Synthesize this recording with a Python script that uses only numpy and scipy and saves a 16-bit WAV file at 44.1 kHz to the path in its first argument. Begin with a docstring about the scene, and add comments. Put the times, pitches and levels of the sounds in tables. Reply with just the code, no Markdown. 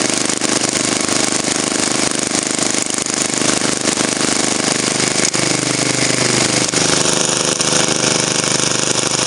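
"""Beside a brick wall, in deep snow, a single-cylinder four-stroke snowblower is heard from close by.
Each cycle excites the resonances of block and muffler: a combustion knock, an exhaust thump with a snap
and a turbulent jet of gas, a valve clack. The impeller flings hissing snow and lumps of ice up the
resonant steel chute. Hard firings and lumps make a limiter duck. The microphone backs away, so the
wall's echo arrives later and later, and finally turns towards the plume."""
import sys
import numpy as np
from scipy import signal
from scipy.fft import rfft, irfft, next_fast_len
from scipy.io import wavfile
from scipy.ndimage import uniform_filter1d, minimum_filter1d

SR = 44100
rng = np.random.default_rng(int(sys.argv[2]) if len(sys.argv) > 2 else 0)


def unload_wav(signal):
    """Save mono or channel-first audio to the path in sys.argv[1] as 16-bit WAV at rate SR, clipped to [-1, 1]."""
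    wavfile.write(
        sys.argv[1],
        SR,
        np.round(np.clip(np.atleast_2d(signal).T, -1, 1) * 32767).astype(np.int16),
    )


N = 408366
TIME = np.arange(N) / SR


def from_db(db):
    """Amplitude ratio of a level in decibels."""
    return 10 ** (np.asarray(db) / 20)


def unit_rms(x):
    """Normalisation to rms 1."""
    return x / np.sqrt(np.mean(x ** 2) + 1e-20)


def in_time(rows):
    """Linear interpolation of each column to every sample."""
    times, *columns = np.transpose(rows)
    return [np.interp(TIME, times, column) for column in columns]


def in_cycle(rows, cycles):
    """Periodic amplitude modulation: a gain of rms 1 that repeats every engine cycle."""
    phase, level_db = np.transpose(rows)
    return unit_rms(from_db(np.interp(cycles, phase, level_db, period=1)))


def drift(rate_hz):
    """Random fluctuation of rms 1, interpolated between Gaussian values."""
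    points = rng.standard_normal(4000)
    return unit_rms(np.interp(TIME * rate_hz, np.arange(len(points)), points))


def coloured(x, spectrum):
    """Spectral shaping by a smooth curve over log frequency; rms 1."""
    hz, level_db = np.transpose(spectrum)
    size = next_fast_len(N + SR // 10)
    bin_hz = np.maximum(np.arange(size // 2 + 1) * SR / size, 1)
    gain = from_db(np.interp(np.log(bin_hz), np.log(hz), level_db))
    return unit_rms(irfft(rfft(x, size) * gain, size)[:N])


def resonance(x, hz, width_hz):
    """Damped resonator: a two-pole band-pass with unit peak gain."""
    radius = np.exp(-np.pi * width_hz / SR)
    feedback = [1, -2 * radius * np.cos(2 * np.pi * hz / SR), radius ** 2]
    return signal.lfilter(np.array([1, 0, -1]) * (1 - radius ** 2) / 2, feedback, x + 1e-18)


def body(x, modes):
    """Modal superposition: resonators driven in parallel; rms 1."""
    return unit_rms(sum(from_db(level_db) * resonance(x, hz, width) for hz, width, level_db in modes))


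def strikes(times, spread_db, jitter_s):
    """Impulse train with Gaussian scatter in level and timing."""
    scatter = rng.standard_normal((len(times), 2))
    at = np.round((times + jitter_s * scatter[:, 0]) * SR).astype(int)
    inside = (at >= 0) & (at < N)
    return np.bincount(at[inside], from_db(spread_db * scatter[inside, 1]), N)


# spectrum of the mechanical noise: f/Hz, relative level/dB
RATTLE_SPECTRUM = [(25, -34), (60, -8), (90, 1.5), (140, 7.5), (300, -5), (650, 8.5), (900, 4), (1400, 2.5),
                   (2300, 1.5), (3500, 1.5), (5300, 4.5), (7000, -0.5), (9500, -1.5), (11000, -11)]
# its envelope: phase after the exhaust stroke/cycles, relative level/dB
RATTLE_ENVELOPE = [(.04, -2), (.16, 0), (.24, 1.5), (.33, -1), (.5, -1), (.62, 1.5), (.69, 3.5), (.8, 3),
                   (.92, 0)]
def rattle(cycles):
    """Modulated broadband noise: fan, gears and rushing snow, loudest on the power stroke."""
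    rush = coloured(rng.standard_normal(N), RATTLE_SPECTRUM)
    flutter = from_db(1.4 * drift(rate_hz=180))
    return from_db(-21.5) * flutter * in_cycle(RATTLE_ENVELOPE, cycles) * rush


# spectrum of ice striking steel: f/Hz, relative level/dB
ICE_SPECTRUM = [(200, -46), (700, -8), (2000, -8), (4000, -2), (6700, 8), (9000, 3.5), (11000, -20)]
def grit(cycles, grains_per_s, size_spread_db, clump_db):
    """Shot noise: icy grains tick along the shaking chute, clumping as their rate fluctuates."""
    impacts = rng.random(N) < grains_per_s * from_db(clump_db * drift(rate_hz=120)) / SR
    sizes = from_db(size_spread_db * np.minimum(rng.exponential(1, N), 4))
    polarity = rng.choice([-1, 1], N)
    shaking = in_cycle(RATTLE_ENVELOPE, cycles) ** 2
    return from_db(-23) * coloured(impacts * sizes * polarity * shaking, ICE_SPECTRUM)


# partials of the crankshaft hum: harmonic number of the firing rate, level/dB
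HUM_HARMONICS = [(2, -57), (4, -50), (5, -33.5), (6, -38.5), (7, -36.5), (20, -35.5), (21, -42)]
def hum(cycles):
    """Harmonic series phase-locked to the crankshaft, peaking just before the exhaust stroke."""
    phase = 2 * np.pi * (cycles + .044)
    return sum(np.sqrt(2) * from_db(level_db) * np.cos(round(harmonic) * phase)
               for harmonic, level_db in HUM_HARMONICS)


# blows within a cycle: t/s from the exhaust stroke, relative level/dB
BLOWS = [(-.0132, 9), (-.0097, -2.5), (-.0046, -6), (-.0004, 10), (.0092, 2.5), (-.0195, -32)]
# modes of the block and steel housing: f/Hz, bandwidth/Hz, relative level/dB
HOUSING_MODES = [(253, 22, 7.5), (338, 94, 19), (512, 98, -0.5), (1108, 19, 3), (1400, 250, 0.5),
                 (1550, 98, 2), (2190, 39, -10)]
# modes of the cylinder head: f/Hz, bandwidth/Hz, relative level/dB
HEAD_MODES = [(635, 41, 6.5), (707, 48, 1.5), (1090, 20, 2.5)]
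def knocks(firings):
    """Impact excitation: combustion, piston and valves ring the block; combustion also rings the head."""
    blows = sum(from_db(level_db) * strikes(firings + offset_s, spread_db=3, jitter_s=.00003)
                for offset_s, level_db in BLOWS)
    # the high ring comes ahead of the low thump, so each putt falls in pitch
    combustion = strikes(firings - .0097, spread_db=1.2, jitter_s=.00003)
    return from_db(-27) * body(blows, HOUSING_MODES) + from_db(-33) * body(combustion, HEAD_MODES)


# modes of the muffler: f/Hz, bandwidth/Hz, relative level/dB
MUFFLER_MODES = [(303.5, 93, 28), (475, 190, -15)]
# modes of the exhaust pipe: f/Hz, bandwidth/Hz, relative level/dB
PIPE_MODES = [(1415, 340, 6), (1575, 130, 1), (2200, 29, 6), (2750, 130, 2)]
def exhaust(firings, turbulence_decay_s=.0018):
    """Cavity resonance: each puff cracks in the pipe, and its rounded pressure wave rings the muffler."""
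    puffs = strikes(firings, spread_db=.7, jitter_s=.00002) + 1e-18
    pressure = signal.sosfilt(signal.butter(2, 1000, fs=SR, output="sos"), puffs)
    outflow = signal.lfilter([1], [1, -np.exp(-1 / (turbulence_decay_s * SR))], puffs)
    turbulence = outflow * rng.standard_normal(N)
    crack = from_db(-28.45) * body(puffs + .12 * turbulence, PIPE_MODES)
    thump = from_db(-21.95) * body(pressure, MUFFLER_MODES)
    return thump + crack


# spectrum of the gas jet: f/Hz, relative level/dB
JET_SPECTRUM = [(100, -31), (400, -19), (1200, -4), (3500, 2.5), (5500, 4), (7000, 15.5), (8400, 8.5),
                (10000, 10), (11200, -63)]
# its envelope: phase after the exhaust stroke/cycles, relative level/dB
JET_ENVELOPE = [(-.04, -67), (0, -2), (.032, 3.5), (.06, -2), (.11, -31), (.18, -13), (.25, -53)]
def jet(cycles):
    """Turbulent jet noise: gas tears through the muffler outlet just after the valve opens."""
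    gas = coloured(rng.standard_normal(N), JET_SPECTRUM)
    flutter = from_db(1.4 * drift(rate_hz=25))
    return from_db(-23) * flutter * in_cycle(JET_ENVELOPE, cycles) * gas


# hard firings, most snapping far above the rest: t/s, peak level/dB
HARD_FIRINGS = [(0.33, 10.5), (0.37, 13), (0.45, 6), (0.57, 8.5), (0.69, 8.5), (1.05, 8), (1.28, 8.5),
                (1.4, 9.5), (1.64, 5.5), (1.88, 7.5), (2.07, 8.5), (2.11, 9.5), (2.19, 9), (2.27, 10.5),
                (2.39, 6), (2.51, 7.5), (2.55, 7.0), (2.67, 5), (2.82, 13), (2.9, 9), (2.94, 8.0),
                (2.98, 6), (3.02, 15), (3.14, 8.5), (3.26, 9), (3.3, 7), (3.57, 13), (3.73, 9),
                (3.77, 10.5), (3.81, 9.5), (3.93, 11.5), (4.09, 6.5), (4.13, 10.5), (4.64, -8), (4.72, 6.0),
                (4.76, 6.5), (4.8, 5.5), (4.92, 5), (5.63, 3.5), (6.26, 6.0), (6.46, 6), (7.01, 7.0),
                (7.41, 8), (7.53, 13), (7.96, 8.5), (8.2, -2), (8.4, 5), (8.56, 5), (8.91, 8.5),
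                (9.07, 9.5), (9.11, 7.5)]
def snaps(firings, hz=7960, t60_s=.0011, delay_s=.0024, spread_db=4.5):
    """Impulse response of a heavily damped mode: a bright snap as the exhaust valve lets go."""
    peak_db = spread_db * np.minimum(rng.standard_normal(len(firings)), 1)
    for time_s, hard_db in HARD_FIRINGS:
        peak_db[np.argmin(np.abs(firings - time_s))] = hard_db
    clicks = np.bincount(((firings + delay_s) * SR).astype(int), from_db(peak_db), N)[:N]
    radius = from_db(-60 / (t60_s * SR))
    angle = 2 * np.pi * hz / SR
    return signal.lfilter([0, np.sin(angle)], [1, -2 * radius * np.cos(angle), radius ** 2], clicks + 1e-18)


# reflection from the brick wall: t/s, delay/s, amplitude ratio
WALL_ECHO = [(0, 0.0034, 0.16), (4.6, 0.0037, 0.23), (5.25, 0.0048, 0.22), (5.65, 0.0065, 0.42),
             (6.15, 0.0071, 0.42), (6.8, 0.0105, 0.39), (7.9, 0.012, 0.41), (9.26, 0.013, 0.12)]
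def wall(direct, cutoff_hz=640):
    """Comb filtering: as the echo's delay grows, the low harmonics reinforce and cancel in turn."""
    delay_s, ratio = in_time(WALL_ECHO)
    # snow banked against the wall absorbs the treble
    dulled = signal.sosfilt(signal.butter(2, cutoff_hz, fs=SR, output="sos"), direct)
    return direct + ratio * np.interp(TIME - delay_s, TIME, dulled)


# modes of the chute: f/Hz, bandwidth/Hz, relative gain
CHUTE_MODES = [(2180, 244, 0.86), (4970, 510, 0.27)]
def chute_ring(machine):
    """Forced vibration: the machine makes the chute's sheet steel ring and sizzle."""
    return sum(gain * resonance(machine, hz, width) for hz, width, gain in CHUTE_MODES)


# lumps of ice hitting the chute: t/s, initial level/dB, decay time/s
ICE_LUMPS = [(0.298, -4, 0.0039), (0.79, -5, 0.002), (1.832, -15, 0.0097), (1.858, -5, 0.0044),
             (4.465, -9, 0.0017), (4.958, -16, 0.0036), (5.249, -1.5, 0.0078), (5.285, 11, 0.0031),
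             (6.446, -14, 0.0026), (6.645, 1.5, 0.0015), (6.69, 5.5, 0.0019), (6.779, -22, 0.0037),
             (7.003, -11, 0.0042), (7.557, 4, 0.0017), (7.612, 5.5, 0.0015), (7.617, -11, 0.0064)]
def lumps():
    """Brittle fracture: each lump shatters on the steel in a bright, exponentially decaying noise burst."""
    envelope = np.zeros(N)
    age = TIME[:SR // 10]
    for time_s, level_db, decay_s in ICE_LUMPS:
        start = int(time_s * SR)
        envelope[start:start + len(age)] += from_db(level_db) * np.exp(-age / decay_s)
    return envelope * coloured(rng.standard_normal(N), ICE_SPECTRUM)


# a thin squeak coming and going: t/s, level/dB
SQUEAK_LEVEL = [(0, -44), (2, -44), (2.9, -25), (3.6, -39), (5.8, -33), (6.5, -30), (6.9, -37), (7.2, -25),
                (7.45, -29), (7.9, -38), (9.26, -30)]
def squeak(cycles):
    """Friction excitation: a turning part rubs and chirps three times a cycle, never twice alike."""
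    (level_db,) = in_time(SQUEAK_LEVEL)
    rub_phase = cycles + .012 * drift(rate_hz=40) + .2
    rubs = np.maximum(np.cos(2 * np.pi * 3 * rub_phase), 0) ** 3
    chirp = body(rng.standard_normal(N), modes=[(6890, 42, 9.5), (9800, 130, -7)])
    return from_db(level_db + 3 * drift(rate_hz=77)) * unit_rms(rubs) * chirp


# off-axis peaks and dips: f/Hz, bandwidth/Hz, gain added
OFF_AXIS_BANDS = [(266, 330, -0.34), (374, 65, 0.35), (494, 70, 0.57), (693, 49, -0.65), (930, 150, 0.54),
                  (1400, 190, 0.42), (2037, 540, -0.91), (3030, 1500, 0.52), (3880, 820, 0.72),
                  (4220, 2250, -0.67), (5660, 880, 0.99), (7820, 1080, -0.54)]
def turn_away(x, start_s=6.58, end_s=7.2):
    """Off-axis colouration: the machine sounds hollow as the microphone swings to the plume."""
    turned = np.interp(TIME, [start_s, end_s], [0, 1])
    for hz, width, gain in OFF_AXIS_BANDS:
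        x = x + turned * gain * resonance(x, hz, width)
    return x


# firing rate, hunting around the governor's setting: t/s, f/Hz
FIRING_RATE = [(0, 25.24), (1.03, 25.294), (2.51, 25.349), (3.43, 25.283), (4.36, 25.289), (4.5, 25.475),
               (4.78, 25.102), (5.06, 25.312), (6.2, 25.323), (6.5, 25.25), (7.32, 25.273), (7.98, 25.42),
               (8.17, 25.11), (8.57, 25.357), (8.74, 25.154), (9.26, 25.326)]
# the machine grows louder as it bites into more snow: t/s, level/dB
SNOW_LOAD = [(0, 1.5), (2.3, 2.5), (3.25, 1), (3.5, 4.5), (4.4, 3), (5.6, 0.5), (6.4, 3.5), (7.8, 4),
             (8.5, 0.5), (9.26, 3.5)]
# pickup at the moving microphone: t/s, then level/dB of housing, jet, hum and chute ring
PICKUP = [(0, 5.5, 2.5, -2.5, -1), (1.7, 5, 2.5, -3.5, -7), (3.1, 4.5, 5, -4, 1), (3.7, 4, 2, 1, -13),
          (4.4, 6, 1, -2, -4), (5.1, 3, 0, 2, 4), (5.7, 2, -3, 2, 5), (6.25, 3.5, -2.5, 4.5, 6.5),
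          (6.75, -1, -5.5, 5, -0.5), (7.2, 5, 6.5, 4, -6), (8.1, 5, 0.5, 5.5, 6.5), (9.26, 1.5, 3, 3, 3.5)]
def scene():
    """Superposition of engine, snow and wall echo at the moving microphone."""
    (firing_hz,), (load_db,) = in_time(FIRING_RATE), in_time(SNOW_LOAD)
    housing_db, jet_db, hum_db, ring_db = in_time(PICKUP)
    cycles = np.cumsum(firing_hz) / SR - .43   # whole numbers mark the exhaust strokes
    firings = np.interp(np.arange(np.floor(cycles[-1]) + 1), cycles, TIME)
    engine = from_db(.71 * load_db) * (exhaust(firings) + from_db(housing_db) * knocks(firings))
    # the engine's thumps carry little deep bass
    engine = signal.sosfilt(signal.butter(2, 125, "high", fs=SR, output="sos"), engine)
    engine = wall(engine + from_db(hum_db) * hum(cycles))
    grains = grit(cycles, grains_per_s=3000, size_spread_db=3.5, clump_db=4)
    snow = from_db(load_db) * (rattle(cycles) + grains + squeak(cycles))
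    machine = engine + snow + from_db(jet_db) * jet(cycles) + lumps()
    machine = machine + from_db(ring_db) * chute_ring(machine)
    return (turn_away(machine) + snaps(firings))[None]


def limiter(x, threshold_db=1, hold_s=.029, release_s=.018):
    """Peak limiting: the gain drops at once on a peak, holds, then recovers exponentially."""
    over_db = np.maximum(20 * np.log10(np.abs(x) + 1e-9) - threshold_db, 1e-6)
    hold = int(hold_s * SR)
    held_db = -minimum_filter1d(-over_db, hold, origin=(hold - 1) // 2)
    release = TIME / release_s
    duck_db = np.exp(np.maximum.accumulate(np.log(held_db) + release, axis=-1) - release)
    return x * from_db(-uniform_filter1d(duck_db, size=40))


def record(dry):
    """Limiting and soft saturation, then a narrow treble notch and a steep low-pass."""
    limited = limiter(dry)
    rounded = limited / (1 + (limited / 1.13) ** 4) ** (1 / 4)
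    notched = rounded - .95 * resonance(rounded, hz=7680, width_hz=380)
    return signal.sosfilt(signal.ellip(10, .3, 70, 11200, fs=SR, output="sos"), notched)


dry = scene()
out = record(dry)
unload_wav(out)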